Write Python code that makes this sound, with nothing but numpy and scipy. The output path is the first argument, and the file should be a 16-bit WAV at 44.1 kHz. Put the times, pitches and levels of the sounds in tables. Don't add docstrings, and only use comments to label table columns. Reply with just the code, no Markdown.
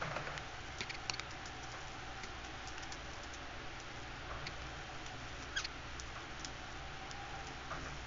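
import sys
import numpy as np
from scipy import signal
from scipy.fft import rfft, irfft
from scipy.io import wavfile
from scipy.ndimage import uniform_filter1d

SR = 44100
rng = np.random.default_rng(int(sys.argv[2]) if len(sys.argv) > 2 else 0)


def unload_wav(signal):
    wavfile.write(
        sys.argv[1],
        SR,
        np.round(np.clip(np.atleast_2d(signal).T, -1, 1) * 32767).astype(np.int16),
    )


N = 355798
T = np.arange(N) / SR
FREQS = np.fft.rfftfreq(N, 1 / SR)

# frequency in Hz, relative level in dB.
AIR_SPECTRUM = [(20, 3), (55, -11.5), (75, -6), (95, -4), (200, -13.5), (345, -7.5), (500, -15), (820, -9),
                (960, -12.5), (1420, -8.5), (2100, -12.5), (3000, -14.5), (4400, -21), (7000, -33.5)]
# centre in Hz, nominal width in Hz, level in dB.
FAN_MODES = [(60.6, 5, -64), (141.9, 4.5, -67.5), (266.2, 4.2, -67.5), (317.8, 8.1, -68.5),
             (439.7, 3.1, -73), (572.7, 12, -68), (1404, 150, -64.5), (3163, 32, -75), (5790, 1000, -65.5)]
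# time in seconds, gain in dB.
WHIRR_SWELL = [(0.0, -2), (1.6, -3.5), (2.25, -3), (2.85, -3), (3.2, -7), (3.8, -4), (4.7, -4.5),
               (4.95, -1.5), (5.3, -5), (5.85, -10.5), (6.5, -3.5), (7.0, -3.5), (7.3, 3), (7.7, -5.5),
               (8.05, -5.5)]
# frequency in Hz, level in dB.
HUM_TONES = [(21, -66), (26.4, -66), (40.3, -65.5), (62, -59), (120, -61.5)]
# start in seconds, level in dB, decay in seconds, hollowness 0-1.
BRUSHES = [(0.009, -41, 0.022, 0.3), (0.0215, -35, 0.0042, 0.8), (.108, -43, 0.019, 0.2),
           (0.162, -36, 0.0077, 0.1), (0.27, -40.5, 0.007, 0.2), (1.733, -47, 0.043, 0.4),
           (4.284, -45, .07, 0.75), (6.148, -45.5, 0.043, 0.8), (7.7, -40.5, 0.043, 0.84),
           (7.850, -49, 0.03, 0.6)]
# frequency in Hz, relative level in dB.
RUB_SPECTRUM = [(100, -9), (300, -10.5), (600, 2), (900, -3.5), (1300, 1.5), (1800, -2.5), (2550, -8),
                (3100, -18.5), (4500, -17.5), (7000, -24.5)]
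# centre in Hz, width in Hz, gain in dB.
CASE_MODES = [(660, 140, -7.5), (1245, 480, -2)]
# start in seconds, hold in seconds, boom in dB, rubbing in dB.
GRIP_SHIFTS = [(0.007, 0.041, -46, -46.5), (0.134, 0.2, -54, -49), (4.36, 0.45, -58, -59.5),
               (7.715, 0.19, -55, -58.5)]
# start in seconds, peak in dB.
CAGE_BUMPS = [(.807, -36.5), (1.101, -45), (1.322, -48), (2.236, -43)]
# centre in Hz, width in Hz, gain in dB.
TRAY_MODES = [(96, 28, 2), (217, 40, 2.5), (385, 20, 5), (960, 78, -2)]
# middle in seconds, level in dB, peep in dB relative to that level.
CHUCK_CALLS = [(0.816, -43, -5), (.835, -45.5, -4), (0.904, -41, -4), (0.950, -46, -5), (1.143, -46, 2.5),
               (2.24, -50.5, -2), (4.472, -45, 1), (5.651, -43, 3.5)]
# centre in Hz, width in Hz, gain in dB.
THROAT_MODES = [(2200, 740, 1.5), (4420, 5600, -6.5)]
# harmonic number, gain in dB.
WHISTLE_HARMONICS = [(1, -2.5), (2, -0.5), (3, -10), (4, -9.5), (5, -15)]
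# harmonic number, gain in dB.
HOARSE_HARMONICS = [(1, -8), (2, -3), (3, -2), (4, -5), (5, -4)]
# start in seconds, level in dB, treble tilt in dB per octave, pitch ratio,
# dish knock in dB relative to the snap, second touch as a share of the first.
BEAK_SNAPS = [(0.378, -20.5, -15, 1.2, -30, 0), (0.8072, -17.5, 2, 0.87, -32, 0),
              (1.0971, -14.5, 5, 1.07, -18.5, 1.25), (1.1964, -17, -3, 0.89, -32, 0),
              (2.2352, -30, -1, 0.88, -24, 0), (2.782, -29, -6, 1.05, -20, 0.21),
              (4.6203, -30, -14, 0.87, -25, 0)]
# centre in Hz, width in Hz, gain in dB.
BEAK_MODES = [(1550, 480, -8.5), (2500, 540, 0), (4160, 390, 0), (5230, 340, -0.5), (6750, 820, -13)]
# start in seconds, level in dB,
# crumbs in dB relative to the first click, treble tilt in dB per octave.
SEED_CRACKS = [(.785, -34.5, -20, 0), (1.307, -36, -13, -4), (1.457, -34, -18, -1), (1.477, -44, -20, 3),
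               (1.632, -41, -13, 3), (1.718, -38, -17.5, 3), (2.236, -38, -15, 0), (2.444, -36.5, -7, -4),
               (2.674, -32.5, -18, 7), (2.779, -38.5, -15, -9), (2.826, -36, -12, -4),
               (2.921, -31.5, -13, -1.5), (3.134, -41, -16, 2), (3.234, -37, -17, -1),
               (3.335, -35.5, -9, 0), (3.801, -34, -22, 0), (5.063, -32.5, -20, -4.5),
               (5.425, -34.5, -17.5, -4), (5.998, -25.5, -28, 7), (6.395, -39.5, -14, 2),
               (6.447, -23, -22.5, 0), (7.1128, -28, -32, -1), (7.470, -35, -20, -3)]
# centre in Hz, width in Hz, gain in dB.
HUSK_MODES = [(1680, 710, -6.5), (3330, 380, -3), (5600, 1100, -0.5), (7700, 400, -5.5)]


def undb(db):
    return 10 ** (np.asarray(db) / 20)


def unit(x):
    return x / np.std(x)


def noise():
    return rng.standard_normal(N)


def drift(rate_hz):
    span = int(SR / rate_hz)
    steps = np.repeat(rng.standard_normal(N // span + 1), span)
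    return 1.5 * uniform_filter1d(uniform_filter1d(steps, span), span)[:N]


def wander(x, drift_hz, rate_hz):
    phase = 2 * np.pi * np.cumsum(drift_hz * drift(rate_hz)) / SR
    return np.real(signal.hilbert(x) * np.exp(1j * phase))


def colour(x, points):
    hz, db = np.transpose(points)
    gain = undb(np.interp(np.log(FREQS + 1), np.log(hz), db))
    return unit(irfft(rfft(x) * gain, N))


def ring(x, hz, width):
    return signal.lfilter(*signal.iirpeak(hz, hz / width, fs=SR), x)


def noise_band(hz, width):
    return unit(ring(ring(noise(), hz, width), hz, width))


def body(x, modes, tilt_db=0, sign=-1):
    return sum(sign ** k * undb(db + tilt_db * np.log2(hz / modes[0][0])) * ring(x, hz, width)
               for k, (hz, width, db) in enumerate(modes))


def grains(per_s, spread_db, size):
    hit = rng.random(size) < per_s / SR
    return hit * rng.choice([-1, 1], size) * undb(spread_db * np.minimum(rng.exponential(size=size), 3))


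def envelope(start, rise_s, decay_s, hold_s=0):
    rise = np.clip((T - start) / rise_s, 0, 1)
    return rise * np.exp(-np.maximum(T - start - rise_s - hold_s, 0) / decay_s)


def add(out, start, x):
    i = int(start * SR)
    out[i:i + len(x)] += x[:N - i]


def room_air(level_db=-48.5):
    draught = noise()
    echoes = sum(np.roll(draught, int(lag_s * SR)) for lag_s in rng.uniform(.004, .03, size=4))
    return undb(level_db) * colour(draught + .11 * echoes, AIR_SPECTRUM)


def fan(whirr_db=-55.5):
    modes = sum(undb(db + 2 * drift(2.975)) * noise_band(hz, 2 * width) for hz, width, db in FAN_MODES)
    swell_db = np.interp(T, *np.transpose(WHIRR_SWELL)) + 0.7 * drift(2.7)
    whirr = wander(noise_band(hz=755, width=87), drift_hz=9, rate_hz=4)
    hum = sum(undb(db + 1.26 * drift(7.4)) * np.sin(2 * np.pi * (hz * T + rng.random()))
              for hz, db in HUM_TONES)
    return modes + undb(whirr_db + swell_db) * whirr + np.sqrt(2) * hum


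def walls(x, t60_s=0.027, wet_db=-16, size=16000):
    t = T[:size]
    tail = rng.standard_normal(size) * np.exp(-np.log(1000) * t / t60_s) * (t > .003)
    return x + undb(wet_db) * signal.fftconvolve(x, tail / np.linalg.norm(tail))[:N]


def handling():
    slips = colour(grains(per_s=9000, spread_db=1.5, size=N), RUB_SPECTRUM)
    hollow = unit(sum(undb(db) * noise_band(hz, width) for hz, width, db in CASE_MODES))
    boom = noise_band(hz=145, width=36)
    out = np.zeros(N)
    for start, db, decay_s, hollowness in BRUSHES:
        brush = np.sqrt(1 - hollowness) * slips + np.sqrt(hollowness) * hollow
        out += undb(db) * envelope(start, rise_s=0.3 * decay_s, decay_s=decay_s) * brush
    for start, hold_s, boom_db, rub_db in GRIP_SHIFTS:
        grip = envelope(start, rise_s=0.029, decay_s=0.069, hold_s=hold_s)
        out += grip * (undb(boom_db) * boom + undb(rub_db) * slips)
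    return out


def cage_bumps():
    out = np.zeros(N)
    thud = body(signal.unit_impulse(SR // 4), TRAY_MODES)
    for start, db in CAGE_BUMPS:
        add(out, start, undb(db) * thud / np.abs(thud).max())
    return out


def chucks(gain_db=-0.5, half_length_s=0.0057, flutter=0.16):
    rasp = sum(undb(db) * noise_band(hz, width) for hz, width, db in THROAT_MODES)
    peep = noise_band(hz=4410, width=740)
    out = np.zeros(N)
    for middle, db, peep_db in CHUCK_CALLS:
        puff = np.exp(-np.abs((T - middle) / half_length_s) ** 2.2 / 2)
        out += undb(db + gain_db) * puff * (rasp + undb(peep_db) * peep)
    return out * (1 + flutter * drift(900))


def squeak(top_s=5.5715, top_hz=1657, glide_hz_per_s=17000, arch_s=0.0054, swell_s=0.0083, fade_s=0.016,
           overtone_rise_s=0.0076, whistle_db=-34, rasp_db=-41.5, hoarse_db=-43):
    t, break_s = T - top_s, top_s + 0.005
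    broken = uniform_filter1d(1. * (T > break_s), size=80)
    hz = np.maximum(top_hz - glide_hz_per_s * (np.hypot(t, arch_s) - arch_s), top_hz / 2)
    jitter = (0.0116 + 0.0052 * broken) * drift(1200)
    phase = 2 * np.pi * np.cumsum(hz * (1 + jitter)) / SR
    growth = np.exp(np.minimum(T - break_s, 0) / overtone_rise_s)
    overtones = (1 - broken) * undb(2) * growth + broken * undb(-13)
    whistle = sum(undb(db) * (overtones if k > 1 else 1) * np.sin(k * phase)
                  for k, db in WHISTLE_HARMONICS)
    whistle *= 1 + 0.22 * broken * drift(1500)
    hoarse = sum(undb(db) * np.sin(k * phase) for k, db in HOARSE_HARMONICS)
    hoarse = unit(hoarse * (1 + 0.51 * drift(1500)))
    rasp = colour(noise(),
                  [(400, -18), (1200, -24), (2800, 5), (4400, 2), (5300, 5), (6400, 5), (7500, -14)])
    effort = np.exp(-.5 * (t / np.where(t < 0, swell_s, fade_s)) ** 2)
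    rough = undb(rasp_db) * rasp + undb(hoarse_db) * hoarse
    fall = envelope(break_s, rise_s=0.016, decay_s=0.023) * rough
    return np.sqrt(2) * undb(whistle_db) * effort * whistle + fall


def beak_snaps(dish_hz=800, dish_s=0.001, scrape=0.051, scrape_s=0.0025, touch_gap_s=0.00075, size=1500):
    out, t = np.zeros(N), T[:size]
    knock = np.sin(2 * np.pi * dish_hz * t) * t / dish_s * np.exp(1 - t / dish_s)
    for start, db, tilt_db, pitch, knock_db, second_touch in BEAK_SNAPS:
        force = scrape * rng.standard_normal(size) * np.exp(-t / scrape_s)
        force[0] = 1
        force[int(touch_gap_s * SR)] += second_touch
        modes = [(hz * pitch, width, gain) for hz, width, gain in BEAK_MODES]
        click = body(force, modes, tilt_db, sign=0.77)
        add(out, start, undb(db) * (click / np.abs(click).max() + undb(knock_db) * knock))
    return out


def nibbling(level_db=-66):
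    bouts = undb(2.5 * drift(6))
    ticks = grains(per_s=170, spread_db=-4, size=N)
    return undb(level_db) * unit(body(bouts * ticks, HUSK_MODES))


def seed_cracks(gain_db=1, crumble_rise_s=0.0014, crumble_decay_s=0.016, size=4000):
    out, t = np.zeros(N), T[:size]
    crumbling = np.minimum(t / crumble_rise_s, 1) * np.exp(-t / crumble_decay_s)
    for start, db, crumbs_db, tilt_db in SEED_CRACKS:
        force = undb(crumbs_db) * grains(per_s=2200, spread_db=5.5, size=size) * crumbling
        force[0] = 1
        pitch = 1 + .05 * rng.standard_normal()
        modes = [(hz * pitch, width, gain) for hz, width, gain in HUSK_MODES]
        crack = body(force, modes, tilt_db)
        add(out, start + .0005, undb(db + gain_db) * crack / np.abs(crack).max())
    return out


def scene():
    birds = seed_cracks() + nibbling() + beak_snaps() + cage_bumps() + chucks() + squeak()
    return (walls(birds) + handling() + room_air() + fan())[None]


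def record(dry):
    treble_cut = signal.firwin(501, cutoff=7230, window="blackman", fs=SR)
    return signal.fftconvolve(dry, treble_cut[None], mode="same")


dry = scene()
out = record(dry)
unload_wav(out)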